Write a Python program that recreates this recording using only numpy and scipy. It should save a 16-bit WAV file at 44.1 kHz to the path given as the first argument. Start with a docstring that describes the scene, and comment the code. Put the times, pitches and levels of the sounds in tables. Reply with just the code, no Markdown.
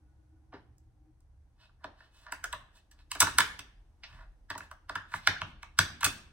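"""Batteries into a plastic compartment

Fingers pick a battery off a wooden desk and push cells into a plastic case. Ticks, snaps and short
rattles ring its body and thin walls, steel cracks on steel, skin and metal scuff the plastic, and hard
pushes thump the desk. A small furnished room answers over low rumble, faint wavering hums and hiss."""
import sys
import numpy as np
from scipy import signal
from scipy.fft import rfft, irfft, next_fast_len
from scipy.io import wavfile
from scipy.ndimage import uniform_filter1d, map_coordinates

SR = 44100
rng = np.random.default_rng(int(sys.argv[2]) if len(sys.argv) > 2 else 0)


def dump(signal):
    """Clip the signal to [-1, 1] and save it as 16-bit WAV at the path in sys.argv[1]."""
    limited = np.clip(np.atleast_2d(signal).T, -1, 1)
    pcm = np.round(limited * 32767).astype(np.int16)
    wavfile.write(sys.argv[1], SR, pcm)


N = 278712


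def amp(db):
    return 10 ** (np.asarray(db) / 20)


def unit_rms(x):
    return x / np.sqrt(np.mean(x ** 2) + 1e-20)


def unit_peak(x):
    return x / np.abs(x).max()


def log_interp(points, hz):
    """(frequency [Hz], value) points, read on a log axis."""
    knots_hz, values = np.transpose(points)
    return np.interp(np.log(hz + 1), np.log(knots_hz + 1), values)


def envelopes(rows):
    """One per-sample curve for each column after time."""
    times_s, *columns = np.transpose(rows)
    return [np.interp(np.arange(N) / SR, times_s, column) for column in columns]


def wobble(rate_hz):
    """Smooth random curve, rate_hz knots a second."""
    knots = rng.standard_normal(int(N * rate_hz / SR) + 4)
    return map_coordinates(knots, [np.arange(N) * rate_hz / SR])


def filtered(x, response):
    """x through a complex frequency response."""
    n = x.shape[-1]
    n_fft = next_fast_len(n + min(8192, n // 3))
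    return irfft(rfft(x, n_fft) * response(np.fft.rfftfreq(n_fft, 1 / SR)), n_fft)[..., :n]


def resonances(modes, scatter_db=0):
    """Causal response of damped modes, alternating in sign, gains scattered at random."""
    offset_db = scatter_db * rng.standard_normal(len(modes))
    return lambda f: sum(
        (-1) ** k * amp(db + offset_db[k]) * 1j * f * width_hz / (hz * hz - f * f + 1j * f * width_hz)
        for k, (hz, width_hz, db) in enumerate(modes))


# Room sound, left against right: (frequency [Hz], coherence [0..1])
COHERENCE = [(60, 0.97), (200, .88), (400, 0.79), (700, 0.48), (1300, 0.33), (2400, 0.024), (5000, 0)]
def diffuse_stereo(x):
    """Two independent signals to left and right, alike in the bass."""
    def weights(hz):
        angle = np.arccos(np.clip(log_interp(COHERENCE, hz), -1, 1)) / 2
        return np.array([np.cos(angle), np.sin(angle)])
    mid, side = filtered(x, weights)
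    return np.array([mid + side, mid - side])


def noise_band(hz, width_hz):
    """Narrow stereo noise, unit RMS."""
    noise = rng.standard_normal((2, N))
    return unit_rms(diffuse_stereo(filtered(noise, lambda f: resonances([(hz, width_hz, 0)])(f) ** 2)))


# House rumble: (time [s], deep band [dB], upper band [dB])
RUMBLE_LEVELS = [(0, -69, -62.5), (.9, -68.5, -61), (2.2, -65.5, -71), (2.43, -60, -63), (2.96, -67, -69.5),
                 (3.38, -59, -52), (3.7, -59, -70.5), (3.99, -62.5, -64), (4.21, -54.5, -58),
                 (4.36, -55.5, -82.5), (4.63, -64.5, -65.5), (5.37, -60.5, -61.5), (6.32, -65.5, -61)]
def rumble():
    """Deep and upper house rumble, wavering slightly."""
    deep_db, upper_db = envelopes(RUMBLE_LEVELS)
    deep = noise_band(hz=38.74, width_hz=27)
    upper = noise_band(hz=69.1, width_hz=21) + 0.42 * noise_band(hz=115, width_hz=39)
    return amp(wobble(9)) * (amp(deep_db) * deep + amp(upper_db) * upper)


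# Hums: (time [s], low [dB], middle [dB], high [dB])
HUM_LEVELS = [(0, -75.5, -105, -90), (.5, -72, -84, -91), (.9, -81, -89, -105), (1.1, -69, -89, -105),
              (1.25, -94, -97.5, -105), (3.8, -85, -94, -105), (6.32, -82, -98, -105)]
def hums():
    """Three narrow noise bands that come and go."""
    low_db, middle_db, high_db = envelopes(HUM_LEVELS)
    return (amp(low_db) * noise_band(hz=311, width_hz=25)
            + amp(middle_db) * noise_band(hz=770, width_hz=60)
            + amp(high_db) * noise_band(hz=1470, width_hz=30))


# Room hiss: (frequency [Hz], relative density [dB])
HISS_SPECTRUM = [(82, -41), (140, -16.5), (212, -14), (268, -16), (302, -12.5), (367, -20), (625, -22.5),
                 (777, -18.5), (1170, -27), (1610, -28.5), (2850, -37), (3080, -37), (10900, -40.5),
                 (15500, -54.5)]
def hiss(level_db=-76):
    """Faint broadband noise, drifting in level."""
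    noise = filtered(rng.standard_normal((2, N)), lambda hz: amp(log_interp(HISS_SPECTRUM, hz)))
    return amp(level_db + wobble(1.1)) * unit_rms(diffuse_stereo(noise))


def uneven_echoes(shape, depth_db):
    """Random gain over frequency and time: few surfaces echo unevenly."""
    field = uniform_filter1d(rng.standard_normal(shape), size=2, axis=0)
    return amp(depth_db * unit_rms(uniform_filter1d(field, size=14, axis=1)))


# Room decay: (frequency [Hz], T60 [s])
ROOM_T60 = [(300, 0.9), (1100, 0.47), (3000, 0.52), (8000, 0.36), (15000, 0.29)]
# Reverb send: (frequency [Hz], gain [dB])
ROOM_SEND = [(300, 3.5), (650, -9.5), (1200, -12.5), (3000, -9.5), (7000, -12.5), (14000, -15)]
def room(x):
    """Each band's energy drains as noise: fast from near surfaces, slowly from the room."""
    frames = dict(fs=SR, nperseg=512, noverlap=384)
    delayed = np.pad(x, (400, 0))[:N]
    hz, t, spectrum = signal.stft(delayed, **frames)
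    power = uniform_filter1d(np.abs(spectrum) ** 2, size=2, axis=0)

    def drain(t60_s):
        retained = amp(-120 * t[1] / t60_s)  # power ratio per hop
        return np.array([signal.lfilter([1 - k], [1, -k], row) for k, row in zip(retained, power)])

    t60_s = log_interp(ROOM_T60, hz)
    energy = np.abs(drain(t60_s) + amp(6.5) * drain(0.36 * t60_s))
    noise = signal.stft(rng.standard_normal((2, N)), **frames)[2]
    noise /= np.sqrt(np.mean(np.abs(noise) ** 2))
    tail = noise * np.sqrt(energy) * amp(log_interp(ROOM_SEND, hz))[:, None]
    tail *= uneven_echoes(energy.shape, depth_db=2)
    return diffuse_stereo(signal.istft(tail, **frames)[1][:, :N])


# Desk top: (frequency [Hz], gain [dB], T60 [s])
DESK_MODES = [(70.6, -11.5, 0.056), (95, 5, 0.13), (161, -0.5, .12), (207, -5, 0.056), (287, -0.5, 0.1),
              (394.4, -3, 0.083), (504.7, 5.5, 0.023)]
# Pushes reaching the desk: (time [s], thump [dB], knock [dB])
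DESK_PUSHES = [(0.535, -49, -34.5), (0.547, -62, -36.5), (1.843, -52.5, -41.5), (2.32, -54, -45),
               (2.535, -47, -53.5), (3.153, -58, -40), (3.222, -29, -26.5), (3.271, -55, -34),
               (3.388, -37.5, -31.5), (3.593, -49.5, -47.5), (4.124, -50, -65.5), (4.502, -45, -41),
               (4.553, -48, -41), (4.607, -53.5, -49), (4.899, -51, -43.5), (4.956, -43.5, -41),
               (5.14, -39, -48), (5.281, -33.5, -33), (5.3, -54, -38), (5.417, -35.5, -54.5),
               (5.789, -23, -32), (6.03, -42, -62), (6.051, -33.5, -42), (6.065, -35, -32)]
def desk_thumps(rise_s=0.014, scatter_db=1.2):
    """The desk top gives slowly, then rings: deep modes thump, upper ones knock."""
    desk, t = np.zeros((2, N + SR)), np.arange(SR // 3) / SR
    for start_s, thump_db, knock_db in DESK_PUSHES:
        offsets_db = scatter_db * rng.standard_normal((len(DESK_MODES), 2, 1))
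        ring = np.zeros((2, len(t)))
        for (hz, gain_db, t60_s), offset_db in zip(DESK_MODES, offsets_db):
            level_db = gain_db + (thump_db if hz < 200 else knock_db) + offset_db
            ring += amp(level_db - 60 * t / t60_s) * np.sin(2 * np.pi * hz * t)
        desk[:, round(start_s * SR):][:, :len(t)] += ring * (1 - np.exp(-t / rise_s))
    return desk[:, :N]


# Steel on steel: (frequency [Hz], gain [dB])
STEEL_SPECTRUM = [(3000, -39.5), (4500, -9.5), (6000, -3.5), (8000, -2.5), (10500, -9), (13000, -12),
                  (15500, -15), (16000, -13)]
def steel_treble(x):
    """The bright colour of the steel contacts."""
    return filtered(x, lambda hz: amp(log_interp(STEEL_SPECTRUM, hz)) * (hz > 3000))


def bending_waves(x, lag_s):
    """Dispersion: highs travel fastest; 600 Hz trails 2400 Hz by lag_s."""
    return filtered(x, lambda hz: np.exp(-2j * np.pi * lag_s * (4 * np.sqrt(600 * hz) - hz)))


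# Case body and thin walls: (frequency [Hz], width [Hz], gain [dB])
BODY_MODES = [(630, 42, -5.5), (929, 312, -8.5), (950.6, 104.6, -1), (1174, 50, -8), (1397, 233, -2.5),
              (1409.3, 186, 1.5), (1742, 98, -3.5), (1990, 370, -17)]
WALL_MODES = [(2170, 200, -6), (2573, 42, 2), (2932, 270, -4), (3517, 150, -1.5), (3878, 130, -0.5),
              (4292, 200, -0.5), (4933, 710, 2.5), (5450, 1500, 0)]
def case_ring(force, modes, top_hz, scatter_db=0, focus_hz=None, spread_oct=1):
    """Modes ring, hardest near focus_hz; a soft contact feeds little above top_hz."""
    if focus_hz:
        modes = [(hz, width_hz, db - 9 * min(np.log2(hz / focus_hz) ** 2 / spread_oct ** 2, 1.2))
                 for hz, width_hz, db in modes]
    response = resonances(modes, scatter_db)
    radiation = lambda hz: (1j * hz / (520 + 1j * hz)) ** 2  # too small to radiate bass
    return filtered(force, lambda hz: response(hz) / (1 + 1j * hz / top_hz) ** 3 * radiation(hz))


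# Strokes on the plastic: (start [s], hold [s], body level [dB], walls [dB re body], hiss [dB re body])
SCUFF_STROKES = [(1.604, 0.065, -73.5, 2, -13), (1.826, .02, -65, -17, -25),
                 (1.992, 0.067, -68.5, -2.5, -16), (2.149, 0.1, -70, 2.5, -2),
                 (2.28, 0.023, -52.5, -15, -40), (2.759, 0.02, -69, 3, -1), (2.94, .01, -71, -56, -44),
                 (2.99, .02, -76, 0, -11), (4.044, 0.11, -63.5, -6.5, -16),
                 (4.192, 0.051, -60.5, -15.5, -26), (4.62, 0.022, -67.5, -0.5, -4.5),
                 (5.006, 0.11, -74.5, -3.5, -17), (5.151, 0.0094, -57, 5.5, 3.5),
                 (5.237, .025, -65, 5.5, -7), (5.47, 0.043, -70, -16, -6.5), (5.652, 0.0037, -72, -1.5, -6),
                 (5.703, 0.04, -80.5, -13, -19)]
def scuffs(ramp_db_per_s=499):
    """Dense tiny slips excite the case; its thin walls squeak in narrow bands."""
    t, gains = np.arange(N) / SR, np.zeros((3, N))
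    for start_s, hold_s, level_db, wall_db, hiss_db in SCUFF_STROKES:
        outside_s = np.maximum(start_s - t, 0) + np.maximum(t - start_s - hold_s, 0)
        gains += amp(level_db - ramp_db_per_s * outside_s) * amp([[0], [wall_db], [hiss_db]])
    slips = rng.standard_normal((3, N)) * amp(1.5 * wobble(170) + 3 * wobble(22))
    body = case_ring(slips[0], BODY_MODES, top_hz=3000)
    walls = case_ring(slips[1], WALL_MODES, top_hz=4000, focus_hz=3390, spread_oct=0.66)
    squeak = filtered(walls, resonances(WALL_MODES))
    return np.sum(gains * [unit_rms(body), unit_rms(squeak), unit_rms(steel_treble(slips[2]))], axis=0)


# Contacts on the case:
# (time [s], body peak [dB], body focus [Hz], walls [dB re body], steel [dB re body], rattle T60 [s])
CASE_CONTACTS = [(0.524, -41, 890, -23, -42, 0.12), (.536, -45, 1040, -7, -38, 0.14),
                 (.782, -90.5, 724, -10, 36, .012), (1.205, -77, 783, -7, 15, 0.013),
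                 (1.694, -57, 1010, -14, -30, 0.014), (1.841, -30.5, 910, -8.5, -23.5, 0.027),
                 (2.004, -48, 1590, -10, -25.5, 0.014), (2.264, -39, 1430, -12.5, -30, 0.028),
                 (2.322, -25, 1580, -5.5, -4.5, 0.015), (2.44, -25, 1600, -8.5, -3.5, 0.034),
                 (2.527, -31, 1166, 3.5, -2.5, 0.022), (2.533, -28, 1700, -17, -19, 0.013),
                 (2.912, -57.5, 1710, 1, 6, 0.078), (2.989, -66.5, 1670, 9.5, -6, 0.013),
                 (3.115, -31.5, 1910, 5.5, 10, 0.018), (3.15, -31, 1070, -4.5, -5, 0.084),
                 (3.203, -22.5, 1280, 8, 16.5, 0.07), (3.206, -20, 1450, -11, -12, .04),
                 (3.217, -12, 1110, -5.5, -21, 0.024), (3.226, -13, 1000, -8.5, 0, .005),
                 (3.267, -22, 1300, -8, -18.5, 0.051), (3.384, -7.5, 1650, -3.5, 1, 0.022),
                 (3.39, -23, 1019, -10, -12.5, 0.052), (3.404, -11, 1510, -4.5, -7.5, 0.021),
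                 (3.591, -40, 1533, 9, 3.5, 0.028), (4.034, -46, 1756, 9.5, -20, 0.09),
                 (4.127, -56, 1700, 6.5, -18, .013), (4.501, -26, 1574, -6.5, -14, 0.057),
                 (4.552, -31, 890, -11, -28.5, 0.018), (4.578, -38.5, 1000, -6.5, 2, 0.038),
                 (4.605, -32, 1600, -12, -24, .006), (4.712, -33.5, 1223, -13, -12.5, 0.03),
                 (4.893, -32, 1740, -3, -13.5, 0.026), (4.895, -26, 1050, -29, -11.5, .008),
                 (4.954, -21.5, 1570, -12, -17, 0.035), (5.118, -41, 1770, -11.5, -16.5, .042),
                 (5.138, -19, 1440, -10.5, -26, 0.0042), (5.272, -8.5, 1760, -1, -10, 0.019),
                 (5.416, -22.5, 1040, -1, -20.5, 0.0062), (5.63, -36.5, 1037, 2, -4, 0.0073),
                 (5.788, -7.5, 1350, -0.5, -3.5, 0.029), (6.007, -35.5, 1060, -1, -3, 0.1),
                 (6.03, -16.5, 1460, -8, -9.5, 0.017), (6.043, -19, 1760, 2.5, 6.5, 0.082),
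                 (6.05, -18.5, 1660, 0.3, 4.5, 0.0093), (6.063, -20.5, 1210, -27, -1, 0.012)]
def contacts(scrape_db=-18, scrape_rise_db_per_s=60 / 0.029, rattle_rise_s=0.00068, steel_t60_s=0.12):
    """A scrape swells into each contact; a firm blow and a dying rattle ring body and walls."""
    case, t = np.zeros(N + SR), np.arange(-SR // 50, SR // 12) / SR
    after_s = np.maximum(t, 0)
    tilt_db = np.array([[3], [0], [-9]])  # body, walls, steel: scrapes are duller than blows
    scrape = amp(scrape_db + scrape_rise_db_per_s * np.minimum(t, 0) + tilt_db) * (t < 0)
    for time_s, peak_db, body_hz, wall_db, steel_db, t60_s in CASE_CONTACTS:
        decay = amp(-60 * after_s / t60_s) * (1 - np.exp(-after_s / rattle_rise_s))
        rattle = rng.standard_normal((3, len(t))) * (decay + scrape)
        # Weaker contacts: less blow, duller walls.
        blow = amp(8.5 + 0.29 * peak_db) * np.exp(-((t - 0.001) / 0.00008) ** 2)
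        wall_top_hz = 8500 * amp(0.085 * peak_db)
        body = case_ring(rattle[0] + blow, BODY_MODES, top_hz=3040, scatter_db=2, focus_hz=body_hz)
        body = bending_waves(body, lag_s=0.003)
        walls = case_ring(rattle[1] + blow, WALL_MODES, wall_top_hz,
                          scatter_db=2, focus_hz=2910, spread_oct=1.1)
        crack = steel_treble(rattle[2] * amp(-60 * after_s / steel_t60_s))
        snap = unit_peak(body) + amp(wall_db) * unit_peak(walls) + amp(steel_db) * unit_peak(crack)
        case[round((time_s + t[0]) * SR):][:len(t)] += amp(peak_db) * snap
    return case[:N]


def scene():
    """Case slightly right (louder and earlier there), desk slightly left; both feed the room."""
    case, desk = contacts() + scuffs(), desk_thumps()
    pan_db, delay_s = [[-0.7], [0.7]], np.array([[0.00007], [0]])
    direct = filtered(case, lambda hz: amp(pan_db) * np.exp(-2j * np.pi * hz * delay_s))
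    direct += desk * amp([[0.5], [-0.5]])
    reverb = room(case + amp(-16) * desk[0])
    return direct + reverb + rumble() + hums() + hiss()


def record(dry):
    """The right channel's top treble feeds both sides, slightly later on the right; steep low-pass."""
    crossover_hz, cutoff_hz, lag_samples = 7240, 16400, 18
    lowpass = lambda hz: 1 / (1 + (hz / crossover_hz) ** 16)
    highpass = lambda hz: np.sqrt(1 - lowpass(hz) ** 2)
    phase_rad = lambda hz: (np.pi * hz * lag_samples / SR - 1.15) * np.array([[1], [-1]])
    treble = filtered(dry[1], lambda hz: highpass(hz) * np.exp(1j * phase_rad(hz)))
    return filtered(filtered(dry, lowpass) + treble, lambda hz: 1 / (1 + (hz / cutoff_hz) ** 200))


dry = scene()
out = record(dry)
dump(out)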